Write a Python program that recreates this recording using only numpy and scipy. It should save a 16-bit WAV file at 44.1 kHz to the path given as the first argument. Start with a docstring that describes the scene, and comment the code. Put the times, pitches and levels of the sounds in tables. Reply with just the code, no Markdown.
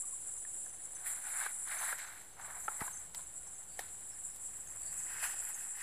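"""Cicadas drone in two high bands over a weedy pond edge on a hot day: random clicks in two resonances.
Grass rustles in strokes as a line is hauled through: clumped grains, hissing or ringing.
Stems snap close by (struck damped modes plus noisy cracks), and a heel thumps once on soft ground.
A cricket chirps in falling tones, fainter ones chirp at random, and soft narrow notes come from afar.
Behind lie smooth noise of leaves and wind and a far motor's blurred hum."""
import sys
import numpy as np
from scipy import signal
from scipy.fft import rfft, irfft, next_fast_len
from scipy.io import wavfile

SR = 44100
rng = np.random.default_rng(int(sys.argv[2]) if len(sys.argv) > 2 else 0)


def master_out(mix):
    """Clip the mix to full scale and print it as 16-bit PCM to the path in sys.argv[1]."""
    frames = np.transpose(np.atleast_2d(mix))
    ceiling = np.clip(frames, -1, 1)
    pcm = np.round(ceiling * 32767).astype(np.int16)
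    wavfile.write(sys.argv[1], SR, pcm)


N = 256662


def from_db(db):
    """Amplitude factor of a level in dB."""
    return 10 ** (np.asarray(db) / 20)


def rms_one(x):
    """Scale each stream to an RMS of 1."""
    return x / np.sqrt(np.mean(x ** 2, axis=-1, keepdims=True) + 1e-20)


def in_time(rows):
    """Interpolate each column of a time table to every sample."""
    time_s, *columns = np.vstack(rows).T
    return [np.interp(np.arange(N) / SR, time_s, column) for column in columns]


def colour(x, spectrum, outside_db=-120):
    """Filter by a (frequency [Hz], gain [dB]) table, interpolated over log frequency."""
    size = next_fast_len(N)
    hz, db = np.transpose(spectrum)
    log_hz = np.log(np.arange(size // 2 + 1) * SR / size + 1)
    gain = from_db(np.interp(log_hz, np.log(hz), db, outside_db, outside_db))
    return irfft(rfft(x, size) * gain, size)[..., :N]


def bandpass(x, order, edges_hz):
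    """Butterworth band-pass."""
    return signal.sosfilt(signal.butter(order, edges_hz, "band", fs=SR, output="sos"), x)


def drift(rate_hz):
    """Random modulation of RMS 1: low-passed noise, made at SR / 40 and interpolated."""
    pole = np.exp(-2 * np.pi * rate_hz * 40 / SR)
    noise = rng.standard_normal(N // 40 + 2002)
    slow = signal.lfilter([1], [1, -2 * pole, pole * pole], noise)[2000:]  # settled part
    return np.interp(np.arange(N) / 40, np.arange(len(slow)), rms_one(slow))


def decay(t60_s):
    """Per-sample factor that falls 60 dB in t60_s."""
    return from_db(-60 / (t60_s * SR))


def ring(clicks, hz, t60_s):
    """Two-pole resonator: a unit click starts a decaying sine of initial height 1."""
    r, w = decay(t60_s), 2 * np.pi * hz / SR
    return signal.lfilter([0, np.sin(w)], [1, -2 * r * np.cos(w), r * r], clicks + 1e-18)


def grains(per_s, spread_db):
    """Two unrelated streams of random clicks of uneven size and either sign."""
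    sizes = from_db(spread_db * np.minimum(rng.exponential(1, (2, N)), 5))
    signs = rng.choice([-1, 1], (2, N))
    return sizes * signs * (rng.random((2, N)) < per_s / SR)


# chorus level before modulation: (time [s], lower band level [dB], upper band level [dB])
CHORUS_LEVELS = [(0, -46, -47.5), (.55, -46, -48.5), (.76, -50, -50.5), (.85, -47.5, -49), (1.02, -48, -49),
                 (1.3, -46, -46.5), (1.6, -46, -46), (1.9, -48.5, -47), (2.0, -48.5, -68),
                 (2.37, -61.5, -63.5), (2.44, -51, -59), (2.7, -47, -53), (3.03, -48.5, -54),
                 (3.1, -58.5, -66), (3.16, -49.5, -54.5), (3.74, -51.5, -57.5), (4.3, -48.5, -51.5),
                 (4.67, -48, -55.5), (5.07, -44.5, -52), (5.82, -47, -52)]
# two treble resonances, colouring both chorus and rustle: (frequency [Hz], relative gain [dB])
LOW_RESONANCE = [(3710, -51), (6300, -29), (6690, -34.5), (7040, -8.5), (7380, -0.5), (7580, 2), (7940, 1),
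                 (8610, -18), (8900, -18), (11600, -35), (19600, -120)]
HIGH_RESONANCE = [(5060, -41.5), (8600, -7), (9410, 3.5), (9810, 4.5), (10100, -2.5), (10400, -8.5),
                  (10700, -11.5), (11500, -19.5), (15000, -35), (22000, -120)]


def cicadas():
    """Many tymbals click out of step, coloured by two treble resonances; both bands throb together."""
    low_db, high_db = in_time(CHORUS_LEVELS)
    throb_hz = 19.3 + 0.19 * drift(0.62)
    throb = np.sin(2 * np.pi * np.cumsum(throb_hz) / SR)
    shared_db = 1.1 * throb + 1.0 * drift(55.0) + 2.0 * drift(9.6)
    low = rms_one(colour(grains(9000, 1.22), LOW_RESONANCE))
    high = rms_one(colour(grains(9000, 3.1), HIGH_RESONANCE))
    return low * from_db(low_db + shared_db) + high * from_db(high_db + 0.76 * shared_db)


# crossfade from early to late rustle colour: (start [s], end [s])
EARLY_TO_LATE = (4.0, 4.6)


def grass():
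    """Clumps of tiny contacts: stems ring low, blades and tips hiss higher; the colour changes later."""
    thick_db, thin_db, blade_db, tip_db = strokes()
    clumps = drift(30.)
    late_share = np.interp(np.arange(N) / SR, EARLY_TO_LATE, [0, 1])
    out = blades(blade_db, clumps, late_share) + leaf_tips(tip_db, clumps)
    out[0] += stems(thick_db, thin_db, clumps)
    out[0] += narrow_ringing(thin_db, late_share)
    return out


# strokes: (start [s], length [s], thin stem level at start [dB], thin stem level at end [dB],
#           thick stems re thin [dB], blades re thin [dB], leaf tips re thin [dB])
GRASS_STROKES = [(1.069, 0.061, -49.5, -56.5, -8, -6.5, 4), (1.249, 0.21, -54, -43.5, -6.5, -9, -4.5),
                 (1.679, .24, -50.5, -44.5, -3.5, -7.5, -3), (1.984, 0.25, -48, -64, -7, -5.5, -9.5),
                 (2.393, 0.18, -58.5, -55.5, 0.5, -11.5, -7), (2.69, 0.049, -64, -64, 9, -6, 4.5),
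                 (2.802, 0.078, -54, -61.5, 3.5, -6.5, 3.5), (3.148, 0.05, -70, -66.5, 3, 3.5, 2),
                 (3.473, .01, -70, -77, 12, -2, 0), (3.794, 0.089, -60, -66.5, -1.5, -0.5, 0.5),
                 (4.92, 0.096, -68, -68, -2, -1, -3), (5.059, 0.15, -58.5, -51.5, -4.5, -6, -6),
                 (5.229, 0.01, -44.5, -41.5, -5.5, -6.5, -1), (5.3, 0.089, -52.5, -60.5, -3.5, -1.5, 0.5),
                 (5.406, 0.1, -59.5, -58, -4.5, -4, 3), (5.559, 0.075, -64, -59.5, -15, -3.5, 3.5),
                 (5.757, 0.077, -58, -52, -17, -5.5, -0.5)]
# light brushing between strokes: (time [s], stem level [dB], leaf tip level [dB])
LIGHT_BRUSHING = [(0, -71, -69), (.5, -72.5, -82), (.9, -69.5, -76), (1.1, -60, -61), (2.2, -70.5, -65.5),
                  (2.37, -69.5, -75), (2.6, -63.5, -58), (2.91, -63.5, -63), (3.12, -71, -73),
                  (3.9, -70.5, -69.5), (4.4, -70.5, -68), (4.8, -68, -64), (5.05, -66, -58),
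                  (5.82, -64.5, -68)]
ATTACK_DB_PER_S, RELEASE_DB_PER_S = 704, 261
BRUSHED_BLADES_RE_STEMS_DB = -5.5


def strokes():
    """Levels of thick stems, thin stems, blades, tips: fast onset, swell or fade, slower release."""
    t = np.arange(N) / SR
    stems_db, tip_db = in_time(LIGHT_BRUSHING)
    power = from_db([stems_db, stems_db, stems_db + BRUSHED_BLADES_RE_STEMS_DB, tip_db]) ** 2
    for start_s, length_s, start_db, end_db, thick_db, blade_db, tips_db in GRASS_STROKES:
        end_s = start_s + length_s
        db = np.interp(t, [start_s, end_s], [start_db, end_db])
        db -= ATTACK_DB_PER_S * np.maximum(start_s - t, 0)
        db -= RELEASE_DB_PER_S * np.maximum(t - end_s, 0)
        part_gains = from_db([[thick_db], [0], [blade_db], [tips_db]])
        power = power + from_db(db) ** 2 * part_gains ** 2
    return 10 * np.log10(power)


# blade hiss, early and late rustle colour: (frequency [Hz], relative gain [dB])
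EARLY_SPECTRUM = [(1350, -47), (2300, -1.5), (2620, -5), (3350, -5), (3960, -1.5), (4820, -10.5),
                  (6210, -13), (6590, -7), (6800, -12), (8840, -3), (15000, -120)]
LATE_SPECTRUM = [(1350, -47), (2300, -13), (2480, 11), (2610, 8.5), (3790, -4), (5000, 0.5), (5930, -2),
                 (6240, 3), (6800, -21.5), (8840, -47), (15000, -120)]


def blades(blade_db, clumps, late_share):
    """Dense scraping grains, crossfading from early to late colour."""
    scrapes = grains(3000, 2.2)
    hiss = (1 - late_share) * rms_one(colour(scrapes, EARLY_SPECTRUM))
    hiss += late_share * rms_one(colour(scrapes, LATE_SPECTRUM))
    return from_db(blade_db + 0.83 * clumps + 1.1 * drift(26.0)) * hiss


# leaf tip hiss: (frequency [Hz], relative gain [dB])
TIP_SPECTRUM = [(6200, -38), (10500, -6.5), (12100, -9.5), (13600, -18.5), (14200, -5.5), (14300, -28.5),
                (15000, -33)]
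SHEEN_LOW_RE_TIPS_DB, SHEEN_HIGH_RE_TIPS_DB = 0.2, 4


def leaf_tips(tip_db, clumps):
    """Fine high grains, plus a sheen in the two treble resonances."""
    hiss = rms_one(colour(grains(6000, 1.6), TIP_SPECTRUM))
    out = from_db(tip_db + 1.0 * clumps + 2.0 * drift(30.)) * hiss
    sheens = (SHEEN_LOW_RE_TIPS_DB, LOW_RESONANCE), (SHEEN_HIGH_RE_TIPS_DB, HIGH_RESONANCE)
    for sheen_db, band in sheens:
        sheen = rms_one(colour(grains(6000, 0.96), band))
        out += from_db(tip_db + sheen_db + 0.59 * clumps) * sheen
    return out


# thick, then thin stems: (lowest mode [Hz], highest mode [Hz], contact rate [1/s], t60 [cycles])
STEM_SIZES = [(602, 2110, 1200, 7.4), (1148, 2665, 1500, 16.5)]
STEM_PATCH_DB = 3  # RMS drift of each pitch's contacts


def stems(thick_db, thin_db, clumps):
    """Contacts dealt at random to 12 resonators per group; each pitch comes and goes on its own."""
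    out = np.zeros(N)
    for level_db, (low_hz, high_hz, per_s, cycles) in zip((thick_db, thin_db), STEM_SIZES):
        contacts = grains(per_s, 0.5)[0]
        dealt = rng.integers(0, 12, N)
        rings = np.zeros(N)
        for k, hz in enumerate(np.geomspace(low_hz, high_hz, num=12)):
            hits = contacts * (dealt == k) * from_db(STEM_PATCH_DB * drift(14.2))
            rings += ring(hits, hz, cycles / hz)
        rings = bandpass(rings, 3, [1.22 * low_hz, 0.85 * high_hz])
        out += from_db(level_db + 1.14 * clumps) * rms_one(rings)
    return out


RINGING_HZ, RINGING_T60_CYCLES, RINGING_RE_THIN_STEMS_DB = 1864, 19, -6.5


def narrow_ringing(thin_db, late_share):
    """Grains through two equal resonators in series: narrow ringing in the late rustle."""
    t60_s = RINGING_T60_CYCLES / RINGING_HZ
    once = ring(grains(1000, 3.0)[0], RINGING_HZ, t60_s)
    twice = ring(once, RINGING_HZ, t60_s)
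    return late_share * from_db(thin_db + RINGING_RE_THIN_STEMS_DB) * rms_one(twice)


# snaps, each another stem: (time [s], low mode level [dB], low mode [Hz],
#                            high mode level [dB], high mode [Hz], crack level [dB])
STEM_SNAPS = [(0.45, -78, 816, -42.5, 1780, -68), (0.663, -68, 1110, -50.5, 1600, -60),
              (1.463, -37, 1260, -31, 1550, -58), (1.927, -48, 1030, -27.5, 1530, -45),
              (1.985, -57, 1080, -42, 1770, -43), (2.681, -36, 880, -25.5, 1385, -61),
              (2.806, -54, 795, -37.5, 2020, -44), (2.812, -34.5, 1260, -34.5, 1650, -67),
              (2.821, -34.5, 893, -40, 1580, -59), (2.879, -40, 1030, -39, 1580, -49),
              (3.147, -52, 960, -45.5, 1950, -38.5), (3.192, -50, 1030, -49.5, 1370, -60),
              (3.792, -32, 720, -31, 1890, -35.5), (4.36, -61, 1120, -61, 1840, -48)]
LOW_MODE_T60_S, HIGH_MODE_T60_S = 0.024, 0.017
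CRACK_MID_RE_HIGH_DB = -12
CRACK_TAIL_DB, CRACK_TAIL_T60_S = -21, 0.21  # splinters


def snaps():
    """Three quick fractures ring two modes of each stem; each snap also starts a bright crack."""
    out, mid_starts, high_starts = np.zeros(N), np.zeros(N), np.zeros(N)
    length = round(.12 * SR)
    chance = rng.standard_normal((len(STEM_SNAPS), 4))
    for (time_s, low_db, low_hz, high_db, high_hz, crack_db), luck in zip(STEM_SNAPS, chance):
        at, clicks = round(time_s * SR), np.zeros(length)
        second = 60 + int(25 * abs(luck[0]))
        third = 150 + int(40 * abs(luck[1]))
        clicks[[0, second, third]] = 1, 0.84 * luck[2], 0.54 * luck[3]
        out[at:at + length] += from_db(low_db) * ring(clicks, low_hz, LOW_MODE_T60_S)
        out[at:at + length] += from_db(high_db) * ring(clicks, high_hz, HIGH_MODE_T60_S)
        mid_starts[at] = from_db(crack_db + CRACK_MID_RE_HIGH_DB)
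        high_starts[at] = from_db(crack_db)
    out = bandpass(out, 3, [450, 3600])
    out += cracks(mid_starts, [2800, 6000], t60_s=.04)
    return out + cracks(high_starts, [6800, 14400], t60_s=.015)


def cracks(starts, edges_hz, t60_s):
    """Ragged band-passed grains under a fast decay and a weak, longer splinter tail."""
    band = rms_one(bandpass(grains(4700, 4.2)[0], 2, edges_hz))
    out = np.zeros(N)
    for db, fade_s in ((0, t60_s), (CRACK_TAIL_DB, CRACK_TAIL_T60_S)):
        out += from_db(db) * band * signal.lfilter([1], [1, -decay(fade_s)], starts)
    return out


# heel on soft ground: (time [s], level before high-pass [dB], frequency [Hz], t60 [s])
HEEL_THUMP = [(2.817, -22.5, 181, 0.0068)]


def heel():
    """One push rings a heavily damped low resonance, high-passed at 70 Hz."""
    out = np.zeros(N)
    high_pass = signal.butter(1, 70, "high", fs=SR, output="sos")
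    for time_s, db, hz, t60_s in HEEL_THUMP:
        push = ring(np.arange(N) == round(time_s * SR), hz, t60_s)
        out += from_db(db) * signal.sosfilt(high_pass, push)
    return out


# cricket chirps: (time [s], level before shaping [dB])
CHIRPS = [(0.0784, -66), (0.3785, -64), (0.6883, -64), (0.9487, -59), (1.2266, -66), (1.7833, -56),
          (2.0567, -65), (2.3286, -69), (2.6329, -62), (2.9257, -60), (3.2284, -69), (3.5503, -67),
          (4.4204, -66), (4.6703, -61), (4.9786, -57.5), (5.2634, -55), (5.5368, -54), (5.8034, -59)]
CHIRP_HZ, CHIRP_RISE_HZ_PER_S = 6293, 70  # start pitch, creeping up through the song
CHIRP_S, CHIRP_FALL_HZ, CHIRP_ROUGH_DB = .028, 380, 4
SECOND_STROKE_DB, OTHERS_MIN_DB, FOLIAGE_DB = -7, -75, -25


def cricket():
    """Short falling chirps, each with a weaker, lower second stroke; others chirp faintly at random."""
    out, t = np.zeros(N), np.arange(round(CHIRP_S * SR)) / SR
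    shape = np.sin(np.pi * np.sqrt(t / CHIRP_S)) * (1 - .5 * np.cos(2 * np.pi * 90 * t))
    first = [(s, db, CHIRP_HZ + CHIRP_RISE_HZ_PER_S * s) for s, db in CHIRPS]
    second = [(s + .045, db + SECOND_STROKE_DB, hz - 120) for s, db, hz in first]
    others = [(3.9 * when, OTHERS_MIN_DB + 7 * size, 6200 + 600 * pitch)
              for when, size, pitch in rng.random((60, 3))]
    for time_s, db, hz in [*first, *second, *others]:
        at = min(round(time_s * SR), N - 1)
        cycles = hz * t - CHIRP_FALL_HZ * t * t / CHIRP_S / 2
        chirp = from_db(db) * shape * np.sin(2 * np.pi * cycles)
        out[at:at + len(t)] += chirp[:N - at]
    out *= from_db(CHIRP_ROUGH_DB * drift(70.))
    return out + foliage(out)


def foliage(chirps):
    """Scattering off foliage: convolution with 0.08 s of decaying noise."""
    lag = np.arange(round(.08 * SR))
    scatter = rng.standard_normal(len(lag)) * from_db(-60 * lag / SR / .1)
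    return from_db(FOLIAGE_DB) * signal.fftconvolve(chirps, scatter)[:N]


# far, soft calls: (time [s], level before shaping [dB], frequency [Hz], length [s])
SOFT_CALLS = [(0.009, -61, 1156, 0.044), (0.058, -68, 1150, 0.043), (0.113, -61, 1100, 0.031),
              (3.453, -67, 5400, .03), (3.63, -70, 4600, 0.15), (4.07, -68, 5400, .08),
              (4.22, -72, 5350, 0.14), (4.75, -63, 4620, 0.18)]


def far_calls():
    """Blurred narrow notes from across the water: resonated noise that swells, then stops."""
    out, t = np.zeros(N), np.arange(N) / SR
    for time_s, db, hz, length_s in SOFT_CALLS:
        shape = np.sin(np.pi * np.clip((t - time_s) / length_s, 0, 1) ** 2.5)
        note = rms_one(ring(rng.standard_normal(N), hz, 95.0 / hz))
        out += from_db(db) * shape * note
    return out


# leaves and wind: (frequency [Hz], relative gain [dB])
AIR_SPECTRUM = [(20, -11), (36, -2.5), (60, -8), (110, -6.5), (160, -13), (230, -12), (750, -11),
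                (1550, -27.5), (3000, -19), (5400, -27), (6500, -22), (9000, -35.5), (12400, -36),
                (14200, -17), (14300, -27), (15000, -32)]
AIR_DB = -65  # RMS before drift


def air():
    """Distant leaves and wind as smooth coloured noise, drifting in level."""
    noise = rms_one(colour(rng.standard_normal((2, N)), AIR_SPECTRUM))
    return from_db(AIR_DB + 1.0 * drift(1.9)) * noise


# motor hum bands: (frequency [Hz], width setting [Hz], relative level [dB])
MOTOR_BANDS = [(47.94, 7.8, 0.5), (91.7, 37, 0), (160, 27, -3)]
# motor: (time [s], level [dB])
MOTOR_LEVELS = [(0.0, -79), (2.28, -81.5), (2.58, -71.5), (4.52, -75), (4.9, -68), (5.82, -81)]


def far_motor():
    """Noise through low resonators gives a blurred hum that rises and falls."""
    hum = np.zeros(N)
    for hz, width_hz, db in MOTOR_BANDS:
        hum += from_db(db) * rms_one(ring(rng.standard_normal(N), hz, 3.9 / width_hz))
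    return from_db(in_time(MOTOR_LEVELS)[0]) * hum


# stereo width: (frequency [Hz], side gain [dB])
SIDE_GAIN = [(20, -45), (4000, -45), (4300, -7), (6800, -7), (7200, -18), (8200, -9), (9500, -7),
             (11500, -5), (15000, -4)]


def scene():
    """Diffuse layers give a mid and an unrelated side stream; the side is strong only in the treble."""
    mid, side = cicadas() + grass() + air()
    mid = mid + snaps() + heel() + cricket() + far_calls() + far_motor()
    side = colour(side, SIDE_GAIN, outside_db=-52)
    return np.array([mid + side, mid - side])


CUTOFF_HZ, OFFSET_FULL_SCALE = 14430, -.0011


def record(dry):
    """A steep low-pass cuts the top; a small constant offset is added."""
    low_pass = signal.ellip(12, .5, 70, CUTOFF_HZ, fs=SR, output="sos")
    return signal.sosfilt(low_pass, dry) + OFFSET_FULL_SCALE


dry = scene()
out = record(dry)
master_out(out)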